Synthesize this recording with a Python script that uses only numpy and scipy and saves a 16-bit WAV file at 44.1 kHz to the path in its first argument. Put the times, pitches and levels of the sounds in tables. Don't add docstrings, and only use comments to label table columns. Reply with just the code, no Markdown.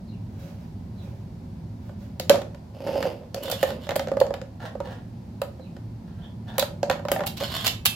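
import sys
import numpy as np
from scipy import signal
from scipy.fft import rfft, irfft, next_fast_len
from scipy.io import wavfile
from scipy.ndimage import map_coordinates

SR = 44100
rng = np.random.default_rng(int(sys.argv[2]) if len(sys.argv) > 2 else 0)


def dump(signal):
    limited = np.clip(np.atleast_2d(signal).T, -1, 1)
    pcm = np.round(limited * 32767).astype(np.int16)
    wavfile.write(sys.argv[1], SR, pcm)


N = 350595
TIME_S = np.arange(N) / SR
AGE_S = np.arange(SR // 2) / SR


def amp(db):
    return 10 ** (np.asarray(db) / 20)


def unit(x):
    return x / np.sqrt(np.mean(x ** 2) + 1e-20)


def blow(x):
    return x / np.sqrt(np.sum(x ** 2) / (SR * .01) + 1e-20)


def along(points, hz):
    point_hz, value = np.transpose(points)
    return np.interp(np.log(hz + 1), np.log(point_hz + 1), value)


def wobble(rate):
    knots = rng.standard_normal(int(N * rate / SR) + 4)
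    return map_coordinates(knots, [np.arange(N) * rate / SR])


def colour(x, points):
    n = x.shape[-1]
    m = 2 * next_fast_len(n // 2 + 2048)
    gain = amp(along(points, np.fft.rfftfreq(m, 1 / SR)))
    cepstrum = irfft(np.log(gain), m)
    cepstrum[1:m // 2] *= 2
    cepstrum[m // 2 + 1:] = 0
    return irfft(rfft(x, m) * np.exp(rfft(cepstrum)), m)[..., :n]


def softened(points, db, softening=0.8):
    slope = softening * min(db + 45.5, 0)
    return [(hz, level + slope * np.log2(max(hz / 7500, 1))) for hz, level in points]


def tilted(rows, slope):
    return [(hz, db + slope * np.log2(hz / 1000), *rest) for hz, db, *rest in rows]


def fade(t60):
    return np.exp(-np.log(1000) * AGE_S / t60)


def burst(points, t60, apart, rise=0.00053):
    common, *own = rng.standard_normal((3, len(AGE_S)))
    share = np.clip(apart, 0, 1)
    noise = np.sqrt(1 - share) * common + np.sqrt(share) * np.array(own)
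    envelope = fade(t60) * (1 - np.exp(-AGE_S / rise))
    crack = colour((noise * envelope)[:, AGE_S < .08], points)
    return np.array([blow(np.pad(side, (0, len(AGE_S) - len(side)))) for side in crack])


def ring(modes, detune):
    luck = rng.standard_normal((len(modes), 3))
    total = 0
    for (hz, db, t60), (strength, shift, sign) in zip(modes, luck):
        tone = np.sin(2 * np.pi * hz * (1 + detune * shift) * AGE_S)
        total = total + np.sign(sign) * amp(db + 4.4 * strength) * fade(t60) * tone
    return blow(total)


def add(track, s, x):
    i = round(s * SR)
    track[:, i:i + x.shape[-1]] += x[:, :N - i]


def grains(rate, spread_db):
    hit = rng.random(N) < rate / SR
    size_db = spread_db * np.minimum(rng.exponential(size=N), 3)
    return hit * rng.standard_normal(N) * amp(size_db)


def strokes(rows, depth_db=18.5):
    total = 0
    for start, rise, hold, fall, *levels_db in rows:
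        building = np.clip(1 - (TIME_S - start) / rise, 0, 1)
        dying = np.maximum(TIME_S - start - rise - hold, 0) / fall
        shape = (TIME_S >= start) * amp(-depth_db * (building + dying))
        total = total + np.outer(amp(levels_db), shape)
    return total


# pitch_hz, t60_s
PORCH_DECAY = [(200, 0.71), (530, 0.34), (1400, 0.31), (3700, 0.27), (10000, 0.26), (16000, 0.17)]


def porch(x, wet_db, right_db):
    hz, t, z = signal.stft(rng.standard_normal((2, len(AGE_S))), SR, nperseg=256)
    z = z * np.exp(-np.log(1000) * t / along(PORCH_DECAY, hz)[:, None])
    z[1] *= along([(200, 0.047), (600, 0.57), (2000, 1)], hz)[:, None]
    mid, side = signal.istft(z, SR, nperseg=256)[1]
    tail = np.array([mid + side, mid - side])
    tail *= 1 - np.exp(-np.arange(len(mid)) / SR / 0.00071)
    tail = tail / np.linalg.norm(mid)
    wet = signal.fftconvolve(np.atleast_2d(x), tail, axes=1)[:, :x.shape[-1]]
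    return (x + amp(wet_db) * wet) * amp([[-right_db / 2], [right_db / 2]])


def wash(points, side_db):
    mid, side = colour(rng.standard_normal((2, N)), points)
    return unit(np.array([mid + amp(side_db) * side, mid - amp(side_db) * side]))


# time_s, level_db
LOW_LEVEL = [(0.0, -37.5), (0.11, -36.5), (2.32, -37), (2.77, -42.5), (2.92, -37), (3.23, -40.5),
             (4.29, -35), (4.49, -39), (7.44, -35.5), (7.95, -37.5)]
# pitch_hz, level_db
HUM_TONES = [(73, -55), (112.5, -42.5), (162, -45.5), (212, -58.5), (353, -59), (410, -72.5)]
# pitch_hz, relative_level_db
RUMBLE_COLOUR = [(18, -49), (30, -22.5), (48, -8), (62, -4.5), (80, -1), (105, 4), (135, -5), (180, -1),
                 (230, -3), (300, -14.5), (390, -18), (600, -67.5)]
# pitch_hz, relative_level_db
AIR_COLOUR = [(240, -32.5), (400, -13), (432, -9), (545, -7), (979, -12), (1160, -21.5), (2400, -26.5),
              (3070, -29), (4580, -27.5), (4950, -29), (8900, -39), (13500, -38.5), (16000, -49)]


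def background():
    level = amp(np.interp(TIME_S, *np.transpose(LOW_LEVEL)))
    hum = 0
    for hz, db in HUM_TONES:
        gain = amp(db + 3.0 * wobble(3.05)) * np.sqrt(2)
        hum = hum + gain * np.sin(2 * np.pi * hz * TIME_S + 0.45 * wobble(5))
    rumble = amp(-1.25) * level * wash(RUMBLE_COLOUR, side_db=-19)
    low = rumble + amp(-5) * unit(level) * hum
    air = amp(-54.5 + 0.43 * wobble(2.14)) * wash(AIR_COLOUR, side_db=-1.5)
    return low * amp([[-.55], [.55]]) + air


# start_s, length_s, start_pitch_hz, end_pitch_hz, level_db
BIRD_CHIRPS = [(0.065, 0.054, 4590, 3820, -56), (0.108, 0.067, 2930, 2360, -59),
               (0.96, 0.079, 4270, 3440, -56), (1.025, .07, 2700, 2250, -65),
               (5.593, 0.064, 4220, 3900, -58), (5.635, 0.053, 2730, 2490, -58),
               (6.205, 0.075, 3360, 3420, -49), (6.475, 0.029, 3500, 3600, -45)]


def bird():
    out = np.zeros((2, N))
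    for s, length, start_hz, end_hz, db in BIRD_CHIRPS:
        progress = np.minimum(AGE_S / length, 1)
        glide_hz = start_hz + (end_hz - start_hz) * progress
        hz = glide_hz * (1 + 0.053 * wobble(487)[:len(AGE_S)])
        chirp = np.sin(np.pi * progress) * np.sin(2 * np.pi * np.cumsum(hz) / SR)
        add(out, s, porch(amp(db - 7.5) * chirp, wet_db=4.0, right_db=2))
    return out


# start_s, rise_s, hold_s, fall_s, level_db
ARM_HANDLING = [(.27, 0.18, 0.016, .12, -52.5), (.55, .03, 0.067, .12, -65), (.92, 0.097, .03, 0.21, -57.5),
                (1.8, 0.02, .07, .04, -61), (1.98, 0.023, .01, 0.12, -55.5)]
# pitch_hz, relative_level_db
RUSTLE_COLOUR = [(300, -14), (550, 19), (900, 0.5), (1400, 1.5), (3000, -3), (6000, -6.5), (9000, -16),
                 (14000, -9.5)]


def handling():
    rustle, = strokes(ARM_HANDLING)
    slips = grains(rate=2000, spread_db=4)
    return porch(amp(-5) * rustle * unit(colour(slips, RUSTLE_COLOUR)), wet_db=5, right_db=4.0)


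# start_s, level_db, spot
BIN_KNOCKS = [ (1.075, -43.5, "base"), (1.893, -43.5, "wall"), (2.197, -30.5, "edge"), (2.295, -17, "edge"),
              (2.3003, -12, "wall"), (2.3093, -14, "wall"), (2.3415, -18, "base"), (2.3564, -22, "side"),
              (2.4165, -36.5, "rim"), (2.5461, -46, "rim"), (2.8712, -37, "rim"), (2.9303, -35, "side"),
              (2.9553, -23, "base"), (3.026, -27, "rim"), (3.0534, -25, "base"), (3.344, -35, "edge"),
              (3.4788, -29.5, "wall"), (3.4986, -30.5, "corner"), (3.5234, -25, "base"),
              (3.6283, -18, "wheel"), (3.6354, -20, "side"), (3.7037, -33.5, "rim"), (3.8679, -40, "rim"),
              (3.8902, -26.5, "rim"), (3.907, -28, "rim"), (3.9153, -25.5, "wall"),
              (3.9562, -23.5, "wheel"), (3.9608, -25, "corner"), (3.9937, -24.5, "rim"),
              (4.0715, -28.5, "side"), (4.0834, -28, "side"), (4.116, -20, "base"), (4.1364, -31.5, "base"),
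              (4.169, -18.5, "base"), (4.201, -33, "edge"), (4.2124, -13.5, "base"), (4.2144, -24, "wall"),
              (4.2501, -42, "base"), (4.2654, -30.5, "side"), (4.3056, -24, "base"), (4.339, -31, "rim"),
              (4.4144, -31, "side"), (4.639, -39, "wall"), (4.752, -31, "base"), (4.802, -27.5, "wall"),
              (4.872, -35, "wall"), (5.4161, -24.5, "wheel"), (5.595, -39.5, "base"),
              (5.7653, -48.5, "rim"), (6.581, -19.5, "corner"), (6.594, -34.5, "lid"),
              (6.6241, -22.5, "rim"), (6.8297, -17.5, "side"), (6.8977, -19, "rim"), (6.9113, -25.5, "rim"),
              (6.9264, -33.5, "rim"), (6.9938, -36, "wall"), (7.051, -26, "wall"), (7.0839, -28, "rim"),
              (7.1157, -18.5, "corner"), (7.1614, -27.5, "lid"), (7.1921, -31, "lid"), (7.2055, -28, "lid"),
              (7.2174, -26.5, "base"), (7.236, -29.5, "lid"), (7.4084, -28, "rim"), (7.4246, -28, "side")]
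STRUCK_SPOTS = {"base": (-16, -7.5, -34, 550.5), "side": (-4, -7, -26.5, 547.5),
                "wall": (-10, -2.5, -25, 546.5), "lid": (-4.5, 3, -24, 591), "rim": (2.5, 2, -13.5, 559),
                "wheel": (0, -2, -8.5, 579.5), "edge": (13.5, -4.5, 0.5, 528), "corner": (3.5, -2, 0, 535)}
# pitch_hz, relative_level_db, t60_s
WALL_MODES = [(762, 0.5, 0.071), (806, 10, 0.031), (964, 2.5, 0.054), (1220, -10.5, 0.0494),
              (1250, -7.5, 0.051), (1475, 1, 0.017), (1805, -8.5, 0.052), (2017, -6, 0.013)]
# pitch_hz, relative_level_db, t60_s
LID_MODES = [(770, 4, 0.17), (846, -11.5, 0.57)]
# pitch_hz, relative_level_db
THUD_COLOUR = [(30, -70), (110, -31), (220, -1), (320, 0), (480, 6), (700, 9), (1100, -37), (3000, -62)]
CLACK_COLOUR = [(100, -50), (400, -11.5), (750, 0), (1050, -4), (1800, -7.5), (2300, -16.5), (3500, -18),
                (9000, -69.5)]
CLICK_COLOUR = [(200, -65), (1200, -22), (2000, -2), (2650, 0.5), (3700, -0.5), (4550, 2.5), (5900, -5),
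                (7300, -4.5), (8800, -19), (14000, -59.5)]
SNAP_COLOUR = [(1500, -55), (5000, -15.5), (7500, -3.5), (9000, -7), (11500, 1), (13500, 3), (16000, -7.5)]


def bin_knocks(cavity_t60=0.047, swell=0.0029, contact=.0005, brightening=0.51):
    out = np.zeros((2, N))
    for s, cavity_db, spot in BIN_KNOCKS:
        *answer_db, spot_hz = STRUCK_SPOTS[spot]
        click_db, wall_db, snap_db = cavity_db + np.array(answer_db)
        cavity_hz = spot_hz * (1 + 0.026 * rng.standard_normal())
        hardness = np.clip(click_db - cavity_db + 8, -15, 10)
        build_up = swell * 2 ** (hardness / 8)
        slope = brightening * hardness

        boom = np.sin(2 * np.pi * cavity_hz * AGE_S) * fade(cavity_t60)
        cavity = blow(boom * (1 - np.exp(-AGE_S / build_up)))
        thud = amp(-9.5) * burst(THUD_COLOUR, t60=0.025, apart=0.053)
        hollow = amp(cavity_db - 0.5) * (cavity + thud)
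        thump = amp(click_db - 13) * burst(THUD_COLOUR, t60=0.018, apart=0.26)
        walls = amp(wall_db - 7.5) * ring(tilted(WALL_MODES, slope), detune=0.018)
        if spot == "lid":
            walls = walls + amp(cavity_db - 3.5) * ring(LID_MODES, detune=.004)
        clack = amp(wall_db - 8.5) * burst(tilted(CLACK_COLOUR, slope), t60=0.029, apart=0.17)
        click = amp(click_db - 14.0) * burst(CLICK_COLOUR, t60=0.009, apart=1.0)
        snap = amp(snap_db - 7.0) * burst(softened(SNAP_COLOUR, snap_db), t60=0.02, apart=0.62)

        add(out, s + contact, porch(hollow + thump, wet_db=-8.5, right_db=4))
        add(out, s + contact, porch(walls + clack, wet_db=-7.5, right_db=1.5))
        add(out, s + contact, porch(click + snap, wet_db=-8.0, right_db=0.5))
    return out


# start_s, rise_s, hold_s, fall_s, body_db, grit_db
BIN_SLIDES = [(2.74, 0.15, 0.19, 0.1, -21, -43), (3.2, 0.036, 0.0071, 0.013, -37.5, -81),
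              (3.35, 0.009, .17, .03, -29.5, -51), (3.63, 0.031, 0.067, 0.11, -27.5, -51)]
# pitch_hz, relative_level_db
BODY_COLOUR = [(30, -71), (100, -18), (200, -2), (400, -4), (480, 3), (555, 12), (660, -3), (880, -4.5),
               (1150, -18), (2000, -21), (3500, -22), (9000, -75)]
GRIT_COLOUR = [(880, -26), (1500, -3.5), (2100, -13), (2720, 6.5), (4000, -8.5), (4830, 0), (5830, -11),
               (7690, -18.5), (8570, -21), (12600, -13.5), (16000, -22)]


def bin_slides():
    body, grit = strokes(BIN_SLIDES)
    slips = grains(rate=1200, spread_db=3)
    drum = amp(-8.0) * body * unit(colour(slips, BODY_COLOUR))
    gritty_slips = slips + grains(rate=670, spread_db=3)
    crackle = amp(-1.5) * grit * unit(colour(gritty_slips, GRIT_COLOUR))
    return porch(drum, wet_db=-9, right_db=3.0) + porch(crackle, wet_db=-10, right_db=0.5)


def squeak(centre_hz, wander, width_hz=110):
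    phase = 2 * np.pi * np.cumsum(centre_hz * (1 + wander * wobble(14))) / SR
    narrow = wobble(2 * width_hz) * np.sin(phase) + wobble(2 * width_hz) * np.cos(phase)
    return amp(6.2 * wobble(30)) * narrow


# start_s, rise_s, hold_s, fall_s, rasp_db, grit_db
ROD_DRAGS = [(3.415, 0.014, 0.26, 0.044, -35, -48.5), (3.79, 0.04, 0.012, 0.037, -40, -59),
             (7.355, 0.045, 0.23, 0.049, -29, -46), (7.62, 0.032, .012, 0.01, -20, -34.5)]
# time_s, centre_pitch_hz
SQUEAL_GLIDE = [(3.45, 2815), (3.52, 3130), (3.85, 3256), (7.369, 3650), (7.48, 3926), (7.6, 3154),
                (7.658, 3710)]
# pitch_hz, relative_level_db
RASP_COLOUR = [(410, -8.5), (700, 1.5), (831, -11), (1040, 1), (1130, -4.5), (1630, -4.5), (2500, -10.5),
               (2900, -0.5), (4040, -5.5), (5450, -9), (5930, -22.5), (7350, -16), (9000, -34),
               (11700, -41), (19800, -120)]
# pitch_hz, relative_level_db, t60_s
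ROD_MODES = [(2620, -11, .5), (2750, 1, .13), (2838, 0, .11), (3014, -4, .18), (3181, -8, .3),
             (3462, -1, .12), (3619, -1, .12), (3794, 0, .11), (3967, -1, .09), (4106, -2, .09),
             (4395, -4, .12), (4634, -3, .09), (5060, -6, .08), (5670, -7, .15), (6490, -9, .08),
             (11850, -8, .08), (13130, -4, .12)]
SCRAPED_HZ = 6000


def rod_drag():
    rasp, grit = strokes(ROD_DRAGS)
    squeal_hz = np.interp(TIME_S, *np.transpose(SQUEAL_GLIDE))
    squeal = unit(sum(squeak(squeal_hz, wander=0.14) for edge in range(3)))
    slips = grains(rate=1100, spread_db=5)
    scraping = amp(-12.5) * unit(colour(slips, RASP_COLOUR)) + amp(-15.5) * squeal
    crackle = amp(-6.5) * grit * unit(colour(slips, SNAP_COLOUR))
    stutter = amp(3.5 * wobble(110))
    modes = ring([mode for mode in ROD_MODES if mode[0] < SCRAPED_HZ], detune=0)
    drive = rasp * stutter * unit(slips)
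    ringing = amp(-22.5) * signal.fftconvolve(drive, modes / np.linalg.norm(modes))[:N]
    return porch((rasp * scraping + crackle) * stutter + ringing, wet_db=-1.5, right_db=4.5)


# start_s, level_db, chatter_length_s, snap_db (relative to level_db)
ROD_CLANKS = [(3.4326, -37, 0.0033, -8), (3.5128, -21, 0.0039, -14.5), (6.5935, -16, .003, -14.5),
              (7.2627, -21.5, 0.012, -13), (7.3682, -28.5, 0.011, -21), (7.661, -10, .016, -19.5),
              (7.853, -9, 0.0098, -13)]
# share_of_chatter_length, relative_level_db
CHATTER_STEPS = [(0, -4.5), (.36, 3), (0.998, 1)]
LET_GO_S, LOADED_HZ = 6.8, 3100


def rod_clanks():
    out = np.zeros((2, N))
    contacts = [(s + share * length, db + step_db, snap_db)
                for s, db, length, snap_db in ROD_CLANKS
                for share, step_db in CHATTER_STEPS]
    for s, db, snap_db in contacts:
        modes = [mode for mode in ROD_MODES if s > LET_GO_S or mode[0] > LOADED_HZ]
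        metal = amp(db - 16.5) * np.array([ring(modes, detune=0) for ear in range(2)])
        crack = amp(db - 16) * burst(CLICK_COLOUR, t60=0.027, apart=0.9)
        snap = amp(db + snap_db) * burst(SNAP_COLOUR, t60=0.013, apart=1.0)
        knock = amp(db - 24) * burst(CLACK_COLOUR, t60=0.029, apart=0.51)
        add(out, s, porch(metal + crack + snap + knock, wet_db=-8.5, right_db=4.5))
    return out


# start_s, rise_s, hold_s, fall_s, level_db
CLAW_RUBS = [(4.594, 0.012, .05, 0.039, -44.5), (4.83, 0.02, 0.069, 0.098, -49.5),
             (6.06, 0.015, 0.22, .03, -63), (6.46, 0.02, 0.085, .01, -50)]
# pitch_hz, relative_level_db
SCUFF_COLOUR = [(100, -38), (400, 1), (800, 6.5), (1150, -5), (1400, -3), (1750, 1), (2300, -14.5),
                (3000, -8.5), (4000, -13.5), (5500, -19), (8000, -29), (14000, -30)]


def claw_rubs():
    rub, = strokes(CLAW_RUBS)
    slips = grains(rate=900, spread_db=4) * amp(4 * wobble(70))
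    return porch(amp(1.5) * rub * unit(colour(slips, SCUFF_COLOUR)), wet_db=1, right_db=2.0)


def scene():
    surroundings = background() + bird()
    plastic_bin = bin_knocks() + bin_slides()
    arm = handling() + rod_drag() + rod_clanks() + claw_rubs()
    return surroundings + plastic_bin + arm


def record(dry, ceiling=.85, top_hz=16000):
    rounded = dry / (1 + (dry / ceiling) ** 4) ** .25
    m = next_fast_len(N + SR // 2)
    kept = np.fft.rfftfreq(m, 1 / SR) < top_hz
    return irfft(rfft(rounded, m) * kept, m)[:, :N]


dry = scene()
out = record(dry)
dump(out)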